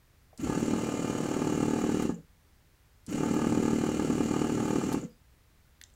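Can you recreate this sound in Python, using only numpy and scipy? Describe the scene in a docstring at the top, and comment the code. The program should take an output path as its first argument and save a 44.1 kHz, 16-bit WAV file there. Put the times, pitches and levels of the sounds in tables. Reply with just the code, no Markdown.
"""A homemade rotary tattoo machine lies on a table in a small room. Its switch clicks, the motor spins up,
and once a turn the crank throws the needle bar and knocks the frame on the table. The frame rocks, so
the knocks limp strong-weak, while the motor's contacts whirr and now and then spit. At 2 s it is switched
off and coasts to rest with a squeak. A second run follows from 3.1 s to 4.9 s and ends the same way;
near 5.8 s a few last metallic clicks sound in the quiet room."""
import sys
import numpy as np
from scipy import signal
from scipy.fft import rfft, irfft, next_fast_len
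from scipy.io import wavfile
from scipy.ndimage import uniform_filter1d

SR = 44100
rng = np.random.default_rng(int(sys.argv[2]) if len(sys.argv) > 2 else 0)


def file_out(sig):
    """Save sig as 16-bit WAV at sys.argv[1]."""
    # one column per channel
    cols = np.atleast_2d(sig).T
    # limit, then scale
    lim = np.clip(cols, -1, 1)
    pcm = np.round(lim * 32767).astype(np.int16)
    wavfile.write(sys.argv[1], SR, pcm)


N = 262395
TIME = np.arange(N) / SR

# Motor runs: (switch-on [s], switch-off [s], spin-up [s], knock level [dB], slap level [dB],
# landing hardness [dB/octave], unsteadiness [0-1])
MOTOR_RUNS = [(0.3755, 2.022, .086, -28, -41, 1.5, 0.4), (3.0643, 4.927, .073, -27.5, -40.5, 0, 0.55)]
# Spells of another rocking gait and what each adds: (start [s], end [s], knock [dB], slap [dB],
# hardness [dB/octave], lead of every second stroke [s], limp [dB], four-stroke sway [dB],
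# ringing [dB], rumble [dB])
GAIT_SPELLS = [(0.556, 0.683, -0.5, -6.5, -3, 0.0008, 2, 0, 1.5, 0.5),
               (0.763, 1.28, -1.5, -3.5, 5.5, 0.004, 1.8, -0.5, -3.5, -1),
               (1.295, 1.415, 0.5, 0.5, 2, 0.00052, .3, -0.5, -3, -1.5),
               (3.347, 3.6, 0.4, 0, -2, 0, 0.7, -1, 1.5, 1), (3.75, 3.81, -2, -6.5, -2, 0, -2, -1, 3, 1),
               (3.878, 4.27, 0.9, -6, -2, 0.0003, -1.2, 4.5, 0, 0),
               (4.437, 4.926, -2, -.5, 2, 0.0006, -2, 1, 0.5, 2.5)]
# Single harder or lighter strokes: (time [s], knock accent [dB], slap accent [dB])
STROKE_ACCENTS = [(.443, -4, -9), (.472, -7, -0.5), (.498, 5.5, 1), (.524, -9, 1.5), (.551, 1, 3.5),
                  (1.524, 0, -2.5), (1.629, 4, 3.5), (1.788, -4, 1), (1.84, 3, 2), (1.893, 2.5, 1),
                  (1.92, 0, -4), (1.947, 0, -3), (1.972, 0, -8), (1.998, -2.5, 0), (2.056, 5.5, -4),
                  (2.096, 17, 9.5), (3.128, -4, -10), (3.155, -1.5, -8), (3.183, -4, -1), (3.235, 6, 3.5),
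                  (3.366, -1, 2), (3.419, -2, 0.5), (3.471, 2, 0), (3.604, 4.5, -10), (3.655, 6.5, 2),
                  (3.681, 1, 0.5), (3.734, 3, 0), (3.839, 0.5, 2.5), (3.997, 1, 2), (4.181, 0, 6),
                  (4.285, -3, 1), (4.207, 1.5, 2), (4.235, -1, -15), (4.34, 3, 2), (4.365, 0.5, 1),
                  (4.418, 3, 0), (4.496, 4.5, 2), (4.524, -1, -12), (4.55, 2.5, -22), (4.602, 3, 4.5),
                  (4.707, 5, 5.5), (4.734, 2, -2), (4.76, 7.5, 5), (4.787, 3.5, -7), (4.813, -6, 1),
                  (4.837, -1, -4), (4.865, -12, -10), (4.944, 5.5, 4)]
# Modes of the frame and table top: (frequency [Hz], bandwidth [Hz], gain [dB])
FRAME_MODES = [(78, 30, -9), (116, 22, -10), (154, 20, -10), (229, 22, 4), (267, 23, 5.5), (303, 24, 10),
               (381, 15, 3), (419, 15, 1), (457, 15, -4), (496, 18, -4), (535, 25, -10)]
# Bands that the table top delays: (frequency [Hz], bandwidth [Hz])
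TABLE_DELAY_BANDS = [(225, 21)]
# Modes of the needle bar and tube: (frequency [Hz], bandwidth [Hz], gain [dB])
BAR_MODES = [(722.5, 23, 8.5), (863.3, 65, 10.5), (1094, 47, 0), (1169, 46, 2.5), (1216.5, 20.6, 5),
             (1247, 9, -2.5), (1476, 20, -3.5), (1522, 16, -1.5), (1668, 23, 4), (2160, 87, -2.5)]
# Jolts of the frame as the motor starts and settles: (time [s], level [dB])
FRAME_JOLTS = [(0.393, -32), (2.187, -41.5), (3.079, -32), (4.966, -26), (5.036, -34)]
# Shudders of the frame: (time [s], peak level [dB], frequency [Hz], swell time [s])
FRAME_SHUDDERS = [(.412, -38, 236, 0.014), (.441, -24, 305, 0.0085), (.461, -27, 260, 0.0065),
                  (2.137, -35.5, 174.4, 0.023), (2.196, -45, 163, 0.023), (3.094, -35, 186, 0.0094),
                  (3.124, -24.5, 303, 0.0092), (3.145, -26.5, 226, 0.0069), (5.051, -33, 168, 0.0095)]
# Overtones of the lightly riding frame: (multiple of crank rate [1], relative level [dB])
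HUM_HARMONICS = [(15, -53), (16, -60), (17, -54), (19, -58), (23, -55), (27, -60), (32, -57), (46, -65)]
# Broad response of the motor housing: (frequency [Hz], gain [dB])
HOUSING_RESPONSE = [(900, 8), (1600, 7), (1900, 2), (2500, 0), (3100, 0), (3500, -3.5), (4300, -6),
                    (5100, -3.5), (5700, -3), (7400, 0.5), (8000, -2), (9200, -4.5), (10000, -9.5),
                    (12000, -16), (14000, -19), (16000, -17)]
# Modes of the motor housing: (frequency [Hz], bandwidth [Hz], gain [dB])
HOUSING_MODES = [(2180, 60, 0), (2403, 45, 5), (2800, 150, 2), (3000, 200, 0), (5660, 140, -5),
                 (6150, 130, 1), (6800, 160, -2), (7330, 260, -4), (8230, 90, -7), (8480, 90, -7),
                 (12280, 200, 8.5)]
# Motor whine: (multiple of crank rate [1], relative level [dB])
WHINE_HARMONICS = [(43, -15), (44, -18), (63, -12), (73, -24), (76, -25)]
# Pedal, switch and loose metal parts: (time [s], level [dB], centre [Hz], bandwidth [Hz], decay [s])
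METAL_CLICKS = [(.33, -52, 523, 248, 0.007), (.3755, -45, 6860, 5630, 0.011), (.42, -41, 67.6, 30.2, 0.05),
                (2.104, -64, 7950, 6000, 0.0051), (3.0645, -43.5, 7240, 4940, 0.0051),
                (5.8138, -38.5, 2750, 2200, 0.0012), (5.814, -45.5, 7860, 9000, 0.0023),
                (5.8268, -50, 13500, 4000, .0004), (5.8373, -45, 3800, 1010, 0.0015),
                (5.8376, -40, 6300, 2390, 0.0013), (5.901, -60, 5960, 7000, .001),
                (5.938, -60, 7300, 1400, .002)]
# Spitting contacts: (time [s], level [dB], centre [Hz], bandwidth [Hz], decay [s])
CONTACT_SPARKS = [(.414, -52, 13100, 5000, 0.01), (.595, -51.5, 12000, 7020, 0.013),
                  (1.80, -56, 13300, 6560, 0.017), (2.022, -43, 6900, 11000, 0.013),
                  (3.11, -48, 13700, 5000, 0.005), (3.337, -50, 13000, 6300, 0.018),
                  (4.69, -55, 13000, 6060, .012), (4.927, -37.5, 6570, 10700, 0.011)]
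# Squeaks and groans of the stopping crank: (time [s], level [dB], centre [Hz], bandwidth [Hz], decay [s])
CRANK_SQUEAKS = [(2.143, -47, 7000, 610, 0.0055), (2.15, -48.5, 493, 110, 0.04),
                 (5.008, -39, 481, 71, 0.031), (5.013, -43.5, 7140, 400, 0.007),
                 (5.038, -44.5, 6650, 920, 0.0056), (5.092, -62, 13100, 400, 0.012),
                 (5.1, -62, 4870, 250, 0.039)]
# Background noise of the room: (frequency [Hz], relative spectral density [dB])
AIR_SPECTRUM = [(12, -20), (20, -10.5), (65, -4.5), (172, -17), (198, -22), (255, -22.5), (738, -30),
                (802, -29), (1960, -30), (2910, -34.5), (4180, -35.5), (11400, -40.5), (16000, -38)]

TURNS_PER_S, COAST_S = 38.0, .15  # full speed; time in which friction stops the crank
KNOCK_LAW, SLAP_LAW, WHIRR_LAW = 1.03, 1.86, 0.94  # each amplitude grows as this power of speed
WHIRR_DB, INRUSH_DB = -48.5, 9  # base level; extra while the starting current flows
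LIMP_DB, RUMBLE_DB = 2.5, -27.5  # strong-weak accent; rumble relative to the knock
SLOW_TILT_DB = -9  # per octave: a crank near rest lands softer


def crank():
    """Rotation drives the machine: turns completed, fraction of full speed and starting current."""
    turns, speed, inrush = np.zeros((3, N))
    for on, off, spin_up_s, *_ in MOTOR_RUNS:
        share = np.clip(np.minimum((TIME - on) / spin_up_s, 1 - (TIME - off) / COAST_S), 0, 1)
        turns += (share > 0) * np.cumsum(share) * TURNS_PER_S / SR
        speed += share
        inrush += (TIME > on) * (TIME < off) * (1 - share)
    return turns, speed, inrush


def run_settings():
    """Excitation in each run: knock level, slap level, hardness and unsteadiness over time."""
    runs = np.array(MOTOR_RUNS)
    current = np.maximum(np.searchsorted(runs[:, 0], TIME) - 1, 0)
    return runs[current, 3:].T


def gait(fade_s=0.027):
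    """A rocking body has several gaits: the offsets of each spell fade in and out."""
    return sum(np.outer(offsets, spell(start, end, fade_s)) for start, end, *offsets in GAIT_SPELLS)


def strokes(turns, lead_s, limp_db, sway_db, unsteady, lag_s=0.00131, jitter_s=0.00042):
    """Subharmonic rocking: one stroke a turn, with accents that repeat every two and four strokes."""
    when, count = crossings(turns)
    lead_s, limp_db, sway_db, unsteady = (
        np.interp(when, TIME, curve) for curve in (lead_s, limp_db, sway_db, unsteady))
    limp_db = limp_db * np.cos(np.pi * count)
    sway_db = -sway_db * np.cos(np.pi * count / 2)
    knock_db = limp_db + 0.49 * sway_db
    slap_db = 0.28 * limp_db + sway_db
    for time_s, knock_accent_db, slap_accent_db in STROKE_ACCENTS:
        nearest = np.argmin(np.abs(when - time_s))
        knock_db[nearest] += knock_accent_db
        slap_db[nearest] += slap_accent_db
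    when = when + lag_s - lead_s * (count % 2 == 0)
    when += jitter_s * unsteady * rng.standard_normal(len(when))
    return (when, knock_db, unsteady), (when, slap_db, unsteady)


def frame(knocks, knock_db, tilt_db, ring_db, rumble_db, rock_s=0.00874, rock_db=-14, contact_s=0.0017):
    """Impact excites modes: the frame thuds, rocks onto its other edge, rings and shuffles on the table."""
    when, accent_db, unsteady = knocks
    chance = rng.standard_normal((len(when), 2 + len(FRAME_MODES)))
    level_db = np.interp(when, TIME, knock_db)
    force = from_db(level_db + accent_db)
    landing = when - 0.00284  # the blow starts slightly early, so its filtered peak lands on the stroke
    rocking = landing + rock_s + 0.00043 * unsteady * chance[:, 0]
    rock_force = force * from_db(rock_db + 10 * unsteady * chance[:, 1])
    push = impulses(landing, force) + impulses(rocking, rock_force)
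    softness = np.clip(tilt_db / -7, 0, 1)  # a soft landing lasts longer
    soft_push = uniform_filter1d(push, int(contact_s * SR))
    thud = bandpass((1 - softness) * push + softness * soft_push, (145, 460))
    ringing = 0
    for (hz, width_hz, db), spread_db in zip(FRAME_MODES, chance[:, 2:].T):
        # Each blow lands on a slightly different spot, so each mode's share varies.
        size = from_db(level_db + 0.64 * accent_db + unsteady * spread_db)
        gain = from_db(db + ring_db + tilt_db * np.log2(hz / 270))
        ringing += resonance(impulses(landing + .001, size) * gain, hz, width_hz)
    rumble = bandpass(rng.standard_normal(N) * from_db(knock_db + rumble_db), (115, 330))
    knocking = lowpass(thud + table_dispersion(ringing) + rumble, 600, order=4)
    return from_db(-0.9) * at_level(knocking, knock_db)


def table_dispersion(x):
    """Bending waves in the table top disperse: an all-pass draws the ringing out into a hum."""
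    for hz, width_hz in TABLE_DELAY_BANDS:
        radius = np.exp(-np.pi * width_hz / SR)
        poles = [1, -2 * radius * np.cos(2 * np.pi * hz / SR), radius * radius]
        x = signal.lfilter(poles[::-1], poles, x)
    return x


def needle_bar(slaps, slap_db, lead_s=0.00048, bounce_s=0.002552, rattle_db=-6, rattle_s=0.016):
    """Impact and rebound: the bar slaps, bounces once and rattles on, exciting the modes of bar and tube."""
    when, accent_db, unsteady = slaps
    chance = rng.standard_normal((len(when), 3)).clip(-2, 1.2) * unsteady[:, None]
    force = from_db(np.interp(when, TIME, slap_db) + accent_db + 2.5 * chance[:, 0])
    strike = when - lead_s
    bounce = strike + bounce_s + 0.00011 * chance[:, 1]
    slap = impulses(strike, force) + impulses(bounce, force * from_db(-2 + 7.6 * chance[:, 2]))
    envelope = signal.lfilter([1], [1, -np.exp(-1 / (rattle_s * SR))], slap + 1e-18)
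    rattle = envelope * rng.standard_normal(N)
    ringing = modal_response(rms_one(slap) + from_db(rattle_db) * rms_one(rattle), BAR_MODES)
    return from_db(-1.53) * at_level(bandpass(ringing, (650, 1800), order=3), slap_db)


def jolts(contact_s=0.0065):
    """Long contact favours low modes: soft single bumps of the frame."""
    when, db = np.transpose(FRAME_JOLTS)
    push = smear(impulses(when, from_db(db)), contact_s)
    bumps = lowpass(modal_response(push, FRAME_MODES), 230)
    return bumps * from_db(db.max()) / np.abs(bumps).max()


def shudders():
    """Passage through resonance: brief low tones swell at set times as the speed rises or falls."""
    return sum(from_db(db) * np.exp(-((TIME - at) / swell_s) ** 2) * np.sin(2 * np.pi * hz * (TIME - at))
               for at, db, hz, swell_s in FRAME_SHUDDERS)


def hum(turns, start_s=0.64, end_s=1.53, fade_s=0.22, gain_db=3):
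    """Periodic motion gives harmonics: overtones of the stroke sing while the frame rides lightly."""
    tones = sum(from_db(db + gain_db) * np.sin(2 * np.pi * (multiple * turns + rng.random()))
                for multiple, db in HUM_HARMONICS)
    return spell(start_s, end_s, fade_s) * tones


def whirr(turns, speed, whirr_db, spots=90, jitter_s=.00002, hiss_db=-5, load_db=3.0, scatter_s=0.0063):
    """Periodic friction: brushes and bearings meet the same rough spots every turn, and the motor whines."""
    when, count = crossings(turns * spots)
    spot = count % spots
    spot_sign = rng.choice([-1., 1.], spots)
    spot_offset_s = .0002 * rng.standard_normal(spots)
    when = when + spot_offset_s[spot] + jitter_s * rng.standard_normal(len(when))
    ticks = impulses(when, spot_sign[spot] * (1 + 1.19 * rng.standard_normal(len(when))))
    scrape = rms_one(ticks + 0.86 * smear(ticks, scatter_s))
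    hiss = from_db(hiss_db) * rms_one(np.sqrt(speed) * rng.standard_normal(N))
    swing_db = load_db * np.cos(2 * np.pi * (turns - 0.17))  # the load peaks just after the knock
    rub = colour((scrape + hiss) * from_db(swing_db + whirr_db), HOUSING_RESPONSE)
    housing = at_level(rub + modal_response(rub, HOUSING_MODES), whirr_db)
    wobble = .002 * np.interp(TIME, np.linspace(0, TIME[-1], 200), rng.standard_normal(200))
    whine = sum(from_db(db) * np.sin(2 * np.pi * multiple * (turns + wobble))
                for multiple, db in WHINE_HARMONICS)
    return from_db(3.5) * housing + whine * speed ** 4 * from_db(whirr_db)


def crank_pin(turns, whirr_db, reversal_turn=.74, hz=7280, width_hz=260, relative_db=-11):
    """Impulse response of one high mode: the crank pin tinks as the stroke reverses."""
    when, _ = crossings(turns - reversal_turn)
    size = from_db(np.interp(when, TIME, whirr_db) + 3 * rng.standard_normal(len(when)))
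    ring = resonance(impulses(when, size), hz, width_hz)
    return from_db(relative_db) * at_level(resonance(ring, hz, 2 * width_hz), whirr_db)


def transients(events, gain_db):
    """Damped transients: each click, spark or squeak is decaying noise in its own band."""
    out = np.zeros(N)
    for time_s, db, hz, width_hz, decay_s in events:
        edges_hz = np.clip([hz - width_hz / 2, hz + width_hz / 2], 25, .45 * SR)
        snap = bandpass(burst(decay_s), edges_hz)
        start = int(time_s * SR)
        snap = snap[:N - start] * from_db(db + gain_db) / np.abs(snap).max()
        out[start:start + len(snap)] += snap
    return out


def room(x, wet_db, t60_s=0.26, delay_s=.004):
    """Reverberation: a short diffuse tail follows the direct sound."""
    tail = np.pad(smear(x, t60_s / np.log(1000)), (int(delay_s * SR), 0))[:N]
    return x + from_db(wet_db) * lowpass(tail, 8000, order=1)


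def room_air(level_db=-61.5):
    """Stationary noise: the quiet room, strongest in the bass."""
    return from_db(level_db) * rms_one(colour(rng.standard_normal(N), AIR_SPECTRUM))


def from_db(db):
    """Decibels to amplitude ratio."""
    return 10 ** (np.asarray(db) / 20)


def rms_one(x):
    """Normalisation to unit rms."""
    return x / np.sqrt(np.mean(x ** 2) + 1e-20)


def at_level(x, level_db):
    """Normalisation to the mean power of a level curve."""
    return rms_one(x) * np.sqrt(np.mean(from_db(level_db) ** 2))


def spell(start_s, end_s, fade_s):
    """A trapezoidal window, half open at its start and end times."""
    return np.clip(np.minimum(TIME - start_s, end_s - TIME) / fade_s + .5, 0, 1)


def crossings(turns):
    """The times at which a phase in turns reaches a whole number, and those numbers."""
    at = np.flatnonzero(np.diff(np.floor(turns)) > 0) + 1
    return at / SR, np.floor(turns[at]).astype(int)


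def impulses(when, size):
    """An impulse train."""
    return np.bincount(np.clip(when * SR, 0, N - 1).astype(int), size, N)


def burst(decay_s):
    """Exponentially decaying noise of unit energy."""
    t = TIME[:SR // 2]
    noise = rng.standard_normal(len(t)) * np.exp(-t / decay_s)
    return noise / np.sqrt(np.sum(noise ** 2))


def smear(x, decay_s):
    """Convolution spreads every click into a dense, dying cluster."""
    return signal.fftconvolve(x, burst(decay_s))[:N]


def resonance(x, hz, width_hz):
    """A damped oscillator: two poles, unit gain at the peak."""
    radius = np.exp(-np.pi * width_hz / SR)
    poles = [1, -2 * radius * np.cos(2 * np.pi * hz / SR), radius * radius]
    return signal.lfilter(np.array([1, 0, -1]) * (1 - radius * radius) / 2, poles, x + 1e-18)


def modal_response(x, modes):
    """Superposition: a body responds as the sum of its modes."""
    return sum(from_db(db) * resonance(x, hz, width_hz) for hz, width_hz, db in modes)


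def colour(x, response):
    """Spectral shaping by a response interpolated over log frequency."""
    hz, db = np.transpose(response)
    length = next_fast_len(N)
    bins_hz = np.maximum(np.fft.rfftfreq(length, 1 / SR), 1)
    gain = from_db(np.interp(np.log(bins_hz), np.log(hz), db))
    return irfft(rfft(x, length) * gain, length)[:N]


def bandpass(x, edges_hz, order=2):
    """A maximally flat band-pass."""
    return signal.sosfilt(signal.butter(order, edges_hz, "band", fs=SR, output="sos"), x + 1e-18)


def lowpass(x, hz, order=2):
    """A maximally flat low-pass."""
    return signal.sosfilt(signal.butter(order, hz, fs=SR, output="sos"), x)


def scene():
    """Superposition of machine and room; the crank's speed sets how hard the parts strike and rub."""
    turns, speed, inrush = crank()
    speed_db = 20 * np.log10(speed + 1e-6)
    run_knock_db, run_slap_db, run_tilt_db, unsteady = run_settings()
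    gait_knock_db, gait_slap_db, gait_tilt_db, lead_s, limp_db, sway_db, ring_db, rumble_db = gait()
    knock_db = run_knock_db + gait_knock_db + KNOCK_LAW * speed_db
    slap_db = run_slap_db + gait_slap_db + SLAP_LAW * speed_db
    tilt_db = run_tilt_db + gait_tilt_db + SLOW_TILT_DB * (1 - speed)
    whirr_db = WHIRR_DB + INRUSH_DB * inrush + WHIRR_LAW * speed_db
    knocks, slaps = strokes(turns, lead_s, LIMP_DB + limp_db, sway_db, unsteady)
    knocking = frame(knocks, knock_db, tilt_db, ring_db, RUMBLE_DB + rumble_db) + jolts() + shudders()
    thumping = room(knocking + needle_bar(slaps, slap_db) + hum(turns), wet_db=-15)
    buzzing = room(whirr(turns, speed, whirr_db) + crank_pin(turns, whirr_db), wet_db=-4)
    clicks = transients(METAL_CLICKS, gain_db=4.5)
    sparks = transients(CONTACT_SPARKS, gain_db=5.5)
    squeaks = transients(CRANK_SQUEAKS, gain_db=-1.5)
    small_sounds = room(clicks + sparks + squeaks, wet_db=-10)
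    return (thumping + buzzing + small_sounds + room_air())[None]


def record(dry, cutoff_hz=15800):
    """Band limiting: a steep low-pass removes the highest treble."""
    return signal.sosfilt(signal.ellip(12, .1, 80, cutoff_hz, fs=SR, output="sos"), dry)


dry = scene()
out = record(dry)
file_out(out)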